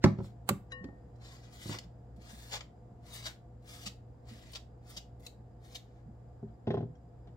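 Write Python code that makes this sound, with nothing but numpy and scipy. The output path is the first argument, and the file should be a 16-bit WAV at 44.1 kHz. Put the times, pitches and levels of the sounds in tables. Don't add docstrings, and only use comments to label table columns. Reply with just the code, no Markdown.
import sys
import numpy as np
from scipy import signal
from scipy.fft import rfft, irfft, next_fast_len
from scipy.io import wavfile
from scipy.ndimage import uniform_filter1d, map_coordinates

SR = 44100
rng = np.random.default_rng(int(sys.argv[2]) if len(sys.argv) > 2 else 0)


def ratio_of_db(decibels):
    return 10 ** (np.asarray(decibels, float) / 20)


def store_pcm(level_fs):
    pcm = np.round(np.clip(level_fs, -1, 1) * 32767).astype(np.int16)
    wavfile.write(sys.argv[1], SR, np.atleast_2d(pcm).T)


N = 324576
LEAD = 1400


def unit(x):
    return x / np.sqrt(np.mean(x ** 2) + 1e-20)


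def along(points, hz):
    f, v = np.transpose(points)
    return np.interp(np.log(hz + 1), np.log(f + 1), v)


def wobble(rate):
    coarse = np.arange(0, N + 32, 32)
    knots = rng.standard_normal(int(N * rate / SR) + 4)
    return np.interp(np.arange(N), coarse, map_coordinates(knots, [coarse * rate / SR]))


def filtered(x, response):
    m = next_fast_len(x.shape[-1] + 4096)
    spectrum = rfft(x, m) * response(np.fft.rfftfreq(m, 1 / SR))
    return irfft(spectrum, m)[..., :x.shape[-1]]


def colour(x, points):
    shut = [(points[0][0] * .8, -70), *points, (points[-1][0] * 1.15, -70)]
    return unit(filtered(x, lambda hz: ratio_of_db(along(shut, hz))))


def add(track, s, sound):
    part = track[round(s * SR):][:len(sound)]
    part += sound[:len(part)]


def apart(hz):
    # pitch_hz, likeness (1 = same)
    likeness = [(60, 0.87), (180, 0.97), (550, 0.43), (1650, 0.01), (4970, 0.14), (15000, 0.1)]
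    turn = np.arccos(np.clip(along(likeness, hz), -1, 1)) / 2
    return np.array([np.cos(turn), np.sin(turn)])


def ports(x, lag_ms, pan_db):
    side = np.array([[1], [-1]])
    delayed = filtered(x, lambda hz: np.exp(-1j * np.pi * hz * side * lag_ms / 1000))
    return delayed * ratio_of_db(side * pan_db / 2)


def fridge():
    # pitch_hz, level_db (rms)
    motor = [(59.2, -57.5), (118.4, -55.5), (236.9, -76), (280, -76.5), (328, -75.5), (441, -82.5),
             (495.3, -73), (684, -84.5), (1174, -91.5), (4926, -101), (7214, -102)]
    # pitch_hz, width_hz, level_db
    casing = [(57, 5.5, -11.5), (118, 1.7, -18.5), (478, 15, -17), (707, 28, -16.5), (4900, 32, -43),
              (7240, 340, -52)]
    # pitch_hz, level_db (per Hz)
    room_air = [(20, -25), (30, -20), (45, -8), (78, -7.5), (100, -13), (210, -16), (300, -21), (600, -26),
                (850, -28.5), (1100, -38), (1700, -42.5), (2600, -58.5), (8000, -63), (9500, -82),
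                (16000, -82)]
    air_db = -57.5
    t = np.arange(N) / SR
    lines = np.zeros(N)
    for hz, db in motor:
        strength = ratio_of_db(db + 2.3 * wobble(12)) * np.sqrt(2)
        lines += strength * np.sin(2 * np.pi * hz * t + 0.28 * wobble(10))

    def tone(hz):
        power = ratio_of_db(along(room_air, hz)) ** 2
        for centre, width, db in casing:
            damping = (hz * width) ** 2
            power = power + ratio_of_db(db) ** 2 * damping / ((centre ** 2 - hz ** 2) ** 2 + damping)
        return np.sqrt(power) * apart(hz)

    mid, side = filtered(rng.standard_normal((2, N)), tone)
    air = unit(np.array([mid + side, mid - side]))
    return lines + air * ratio_of_db(air_db + 1.5 + .5 * wobble(3))


def kitchen(x):
    # pitch_hz, fade_s (time to fall 60 dB)
    echo = [(120, 0.35), (500, 0.27), (2000, 0.26), (6000, 0.21), (14000, 0.24)]
    step = SR // 4
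    x, out = np.pad(x, (step, 2 * step)), np.zeros((2, N + 2 * SR))
    fade = np.sin(np.pi * np.arange(2 * step) / (2 * step))
    for start in range(0, N + step, step):
        hz, t, z = signal.stft(rng.standard_normal((2, SR // 3)), SR, nperseg=256)
        room = ratio_of_db(-60 * t / along(echo, hz)[:, None])
        nearby = ratio_of_db(12.0 - 60 * t / 0.022)
        mid, side = signal.istft(z * apart(hz)[..., None] * (room + nearby), SR, nperseg=256)[1]
        tail = np.array([mid + side, mid - side])
        tail /= np.linalg.norm(tail, axis=1)[:, None]
        piece = fade * x[start:start + 2 * step]
        wet = signal.fftconvolve(piece[None], tail, axes=1)
        out[:, start:start + wet.shape[1]] += wet
    return out[:, step - 40:step - 40 + N]


def click(spectrum, t60, lead_in_db):
    since = (np.arange(SR // 6) - LEAD) / SR
    lead_in, burst = ratio_of_db(lead_in_db + 60 * since / .045), ratio_of_db(-60 * since / t60)
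    return np.where(since < 0, lead_in, burst) * colour(rng.standard_normal(len(since)), spectrum)


def knocks(rows, modes, edge, click_t60):
    push_hz = 300
    pivot_hz = 300
    radiates_hz = 100
    out, t = np.zeros(N), np.arange(SR // 4) / SR
    hz, level, t60 = np.transpose(modes)[:, :, None]
    polarity = np.where(hz < push_hz, 1, (-1) ** np.arange(len(hz))[:, None])
    rise = 1 - np.exp(-t * hz / 0.16)
    for s, db, hardness, click_db in rows:
        strength = level + hardness * np.log2(hz / pivot_hz) + rng.normal(0, 2.5, hz.shape)
        drift = 1 + rng.normal(0, 0.01, hz.shape)
        waves = np.sin(2 * np.pi * hz * drift * t)
        ring = (polarity * rise * ratio_of_db(strength - 60 * t / t60) * waves).sum(0)
        add(out, s, ratio_of_db(db + 0.5) * ring)
        add(out, s - LEAD / SR, ratio_of_db(db + click_db - 0.5) * click(edge, click_t60, lead_in_db=-19.0))
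    return filtered(out, lambda f: (1j * f / (radiates_hz + 1j * f)) ** 2)


def counter_knocks():
    # start_s, strength_db, hardness_db (per octave), click_db (over strength)
    hits = [(0.04, -23, 3.5, 1), (0.0432, -18, -1.3, -32), (0.059, -29.5, 1.5, -18.5),
            (0.187, -38, -4.5, -22), (0.203, -38, -3, -32), (0.243, -53, 1, -20), (0.492, -35.5, 3.5, 5.5),
            (0.508, -34, -5.5, -16), (0.842, -46, -2.2, -6.5), (0.887, -53.5, -1.2, -19),
            (1.658, -46, -3.5, -16), (1.694, -40, -1.7, -11), (1.704, -50, 1, -7), (1.744, -47, 4.5, -3)]
    # pitch_hz, level_db, fade_s (time to fall 60 dB)
    counter = [(87.8, -3.5, 0.05), (107, 3, 0.2), (150, 6, .14), (194, -1.5, 0.15), (212, 2.5, .11),
               (286, -3.5, 0.14), (344, -0.5, 0.069), (385.7, -11, 0.14), (505, -4, 0.06),
               (561, 0.5, 0.046), (637, -4, 0.023), (807, -8.5, 0.033), (820, -6.5, 0.068),
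               (990, -7, 0.024), (1136, -4.5, 0.032), (1320, -11, 0.047), (1466, -12, 0.039),
               (1760, -15.5, 0.015), (2000, -12, 0.017), (2360, -22, 0.012)]
    # pitch_hz, level_db (per Hz)
    contact = [(880, -35), (1500, 4.5), (2320, -7.5), (4300, -7), (7390, -17), (7920, -26), (16000, -37)]
    return knocks(hits, counter, contact, click_t60=.035)


def snap():
    # start_s, peak_db
    cracks = [(0.49, -14), (0.491, -12), (0.493, -12.5), (0.496, -22.5), (0.501, -29.5)]
    # pitch_hz, level_db (per Hz)
    brittle = [(240, -23.5), (400, -4.5), (949, 0), (2250, -16.5), (2970, -7), (3310, -17), (4440, -10),
               (5430, -32.5), (7750, -6), (9760, -17), (16000, -17)]
    out = np.zeros(N)
    for s, db in cracks:
        add(out, s - LEAD / SR, ratio_of_db(db - 8.5) * click(brittle, t60=0.015, lead_in_db=-28.5))
    return out


def glass(touches, modes, crack_db):
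    # pitch_hz, level_db (per Hz)
    ping = [(1500, 21), (4000, 0), (7000, 5.5), (11000, -40.5), (13000, -27)]
    out, t = np.zeros(N), np.arange(SR // 2) / SR
    hz, level, t60 = np.transpose(modes)[:, :, None]
    pair = np.sin(2 * np.pi * hz * t) + 0.14 * np.sin(2 * np.pi * (hz + hz / 150) * t)
    ring = (ratio_of_db(level - 60 * t / t60) * pair).sum(0) * (1 - np.exp(-t / 0.0032))
    for s, db in touches:
        add(out, s, ratio_of_db(db - 1.5) * ring)
        add(out, s - LEAD / SR, ratio_of_db(db + crack_db) * click(ping, t60=0.034, lead_in_db=-7))
    return out


def bowl_rim():
    # start_s, peak_db
    rim = [(0.7198, -40)]
    # pitch_hz, level_db, fade_s (time to fall 60 dB)
    bowl_tones = [(501, -10, .8), (1093, -10, .45), (1841, 0, .46), (2864, -5, .22), (3941, 4, .05),
                  (3950, -14, .14), (5033, -17, .1), (5545, -24, .08), (6578, -20, .07), (7214, -24, .07),
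                  (8500, -20, .04), (9750, -19, .04), (10900, -18, .045)]
    return glass(rim, bowl_tones, crack_db=-7.5)


def jar_tink():
    # start_s, peak_db
    tink = [(6.953, -70)]
    # pitch_hz, level_db, fade_s (time to fall 60 dB)
    jar_tones = [(3250, 3, .05), (5100, -8, .04), (5700, 1, .06), (6500, -8, .04), (7400, -8, .04)]
    return glass(tink, jar_tones, crack_db=-4.0)


def board_rocks():
    # start_s, strength_db, hardness_db (per octave), click_db (over strength)
    landings = [(6.429, -43, -4.5, -38.5), (6.485, -65, -5, -9), (6.6705, -45, 1.5, -11.5),
                (6.674, -27, 0, -24.5), (6.705, -30, 1, -16), (6.737, -43.5, -1, -18.5),
                (6.742, -27.5, -1, -25.5), (6.77, -41.5, 5.8, -17), (6.777, -33, -1.5, -26.5),
                (6.807, -39, 0.8, -24.5), (6.828, -37.5, -2.5, -32), (7.273, -57, 3, -9)]
    # pitch_hz, level_db, fade_s (time to fall 60 dB)
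    board = [(108.3, -3.5, 0.099), (122.4, -0.5, 0.3), (153.3, 2, 0.16), (217, 1.5, 0.15),
             (287, -10, 0.058), (359, -7.5, 0.2), (395, 2.5, 0.11), (498, -7, 0.071), (585, -5.5, 0.036),
             (660, 7, 0.011), (812, 0, 0.021), (863, -16.5, 0.076), (1030, -21, 0.12), (1330, -12.5, 0.012)]
    # pitch_hz, level_db (per Hz)
    clatter = [(1200, 10.5), (1800, 12.5), (2600, 2), (3200, 10.5), (4300, 1.5), (5800, -7), (7500, -26),
               (9000, -45)]
    return knocks(landings, board, clatter, click_t60=0.082)


def bumps():
    # start_s, peak_db, pitch_hz, fade_s (time to fall 60 dB)
    pushes = [(0.358, -46, 142, 0.077), (0.397, -46.5, 145.6, 0.047), (0.81, -43, 180.5, 0.089),
              (0.851, -39, 267, 0.054), (1.849, -49, 166.5, 0.077), (2.178, -43.5, 199, 0.051),
              (2.328, -43.5, 210, 0.068), (2.531, -50, 225, 0.056), (3.863, -41, 194, 0.078),
              (4.314, -41.5, 222.4, 0.12), (4.337, -56, 213, 0.13), (4.969, -50, 198.3, 0.1),
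              (6.06, -50, 144, 0.1), (6.086, -41, 217, 0.053), (6.548, -58, 142, 0.086),
              (6.9, -56, 139, 0.089), (7.039, -53, 170.6, 0.12), (7.17, -64, 146, 0.1)]
    out, t = np.zeros(N), np.arange(SR // 3) / SR
    for s, db, hz, t60 in pushes:
        swell = ratio_of_db(db + 5.5 - 60 * t / t60) * (1 - np.exp(-t / 0.0052))
        add(out, s, swell * np.sin(2 * np.pi * hz * t))
    return out


def grit(per_second, spread_db, streak_db):
    happens = rng.random(N) < per_second / SR
    slips = happens * rng.standard_normal(N) * ratio_of_db(spread_db * rng.exponential(size=N))
    z = signal.stft(slips, nperseg=512)[2]
    streaks = uniform_filter1d(rng.standard_normal(z.shape), size=4, axis=0)
    streaks = uniform_filter1d(streaks, size=10, axis=1)
    return signal.istft(z * ratio_of_db(streak_db * unit(streaks)), nperseg=512)[1][:N]


def strokes():
    # touch_s, lift_s, touch_db (pressure), lift_db (pressure), hiss_db (skin over rub)
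    sweeps = [(0.19, 0.182, -76.5, -71, -26.5), (0.247, 0.325, -67, -87.5, -7.5),
              (1.243, 1.5, -61.5, -76.5, -14.5), (1.529, 1.7, -66.5, -53, -7.5),
              (2.216, 2.31, -71, -62.5, -9.5), (2.328, 2.509, -65.5, -62.5, -4),
              (3.065, 3.187, -66.5, -52.5, -7.5), (3.224, 3.304, -56.5, -61.5, -10.5),
              (3.685, 3.85, -58.5, -61, -6), (4.29, 4.505, -64, -69, -10), (4.879, 4.955, -66, -66, -7),
              (5.208, 5.254, -83.5, -65, -2.5), (5.647, 5.732, -71, -69, -5.5),
              (5.82, 6.004, -87, -87, -16)]
    # middle_s, peak_db, length_s, hiss_db and flex_db (over rub)
    flicks = [(1.16, -81, .025, -14, -7), (1.223, -76, 0.0193, -15, 9.5), (1.332, -79, 0.068, -2.5, -3),
              (1.448, -71, 0.049, -20, -6), (1.731, -54, 0.1088, -14, -1), (1.788, -44, 0.0073, -16, -7.5),
              (1.837, -67, 0.023, -18, -1), (2.166, -81, .02, -3, -2), (2.321, -74.5, 0.01, 9, 9),
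              (2.522, -50.5, 0.043, -15, -5), (2.545, -48, .08, -14.5, -1.5),
              (2.609, -46.5, 0.008, -33, -4), (3.14, -65, 0.056, 3.5, -16), (3.265, -46, .045, -14, -4),
              (3.628, -90, 0.011, -7, -12), (3.868, -43, 0.039, -14.5, -11), (4.535, -54, 0.019, -9, -9),
              (4.559, -48, 0.035, -18, -7), (4.974, -46.5, 0.034, -17.5, -13.5), (5.201, -81, .02, 2, -18),
              (5.267, -45, 0.0077, -14.5, -25), (5.756, -46, 0.0328, -13.5, -13),
              (4.52, -67.5, 0.014, 3, -10), (4.899, -71, 0.024, 8, 1)]
    # pitch_hz, level_db (per Hz)
    rub_colour = [(2200, -15), (2900, -3.5), (3600, 0), (4300, -2), (5100, -2.5), (5900, -5.5),
                  (6600, -7.5), (7300, -4.5), (8200, -26)]
    skin_colour = [(6500, -13.5), (8200, 7.5), (10000, -2.5), (13000, 1.5), (15800, -3.5)]
    flex_colour = [(400, -10.5), (600, 0), (950, -3.5), (1500, -2.5), (2100, 0), (2500, -12), (3000, -24)]
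    land_db_per_s, leave_db_per_s = 480, 600
    bend_db, bend_grows, firm_db = -4, 0.69, -64.5
    peaked = 0.92
    catch = 1.57
    skirt_db, skirt_db_per_length = -13, 16.5
    margin = .12
    rub, hiss, flex = np.zeros((3, N))
    for touch, lift, touch_db, lift_db, hiss_db in sweeps:
        t = np.arange(touch - margin, lift + margin, 1 / SR)
        pressure_db = np.interp(t, [touch, lift], [touch_db, lift_db])
        pressure_db -= land_db_per_s * np.maximum(touch - t, 0)
        pressure_db -= leave_db_per_s * np.maximum(t - lift, 0)
        add(rub, t[0], ratio_of_db(pressure_db))
        add(hiss, t[0], ratio_of_db(pressure_db + hiss_db))
        add(flex, t[0], ratio_of_db(firm_db + bend_db + bend_grows * (pressure_db - firm_db)))
    for s, db, length, hiss_db, flex_db in flicks:
        u = np.arange(-margin, margin, 1 / SR) / length
        u = np.where(u < 0, u * catch, u)
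        swell = np.cos(np.pi * np.clip(u, -.5, .5)) ** peaked
        swell = swell + ratio_of_db(skirt_db - skirt_db_per_length * np.abs(u))
        add(rub, s - margin, swell * ratio_of_db(db))
        add(hiss, s - margin, swell * ratio_of_db(db + hiss_db))
        add(flex, s - margin, swell * ratio_of_db(db + flex_db))
    slips = grit(12000, spread_db=1.5, streak_db=1.7)
    uneven = ratio_of_db(1.3 * wobble(60))
    sound = rub * colour(slips, rub_colour) + hiss * colour(slips, skin_colour)
    return uneven * (sound + flex * colour(slips, flex_colour))


def scene():
    near = counter_knocks() + bumps()
    far = board_rocks()
    crack, hand = snap(), strokes()
    bowl = bowl_rim() + jar_tink()
    dry = ports(near, lag_ms=.1, pan_db=-2.5) + ports(far, lag_ms=-0.13, pan_db=0.5)
    dry += ports(crack, lag_ms=.18, pan_db=-6.5) + ports(hand + bowl, lag_ms=-0.19, pan_db=5.0)
    wet = ratio_of_db(-4) * near + ratio_of_db(-11) * crack + ratio_of_db(0.5) * hand
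    wet += ratio_of_db(-4) * far + ratio_of_db(-17) * bowl
    return dry + kitchen(wet) + fridge()


def band_limit(x):
    return signal.sosfilt(signal.butter(12, 16810, fs=SR, output="sos"), x)


def record(dry):
    bass_hz, top_hz = 28, 15850

    def band(hz):
        return (1j * hz / (bass_hz + 1j * hz)) ** 2 * np.clip((top_hz - hz) / 150 + .5, 0, 1)

    return band_limit(filtered(dry, band))


dry = scene()
out = record(dry)
store_pcm(out)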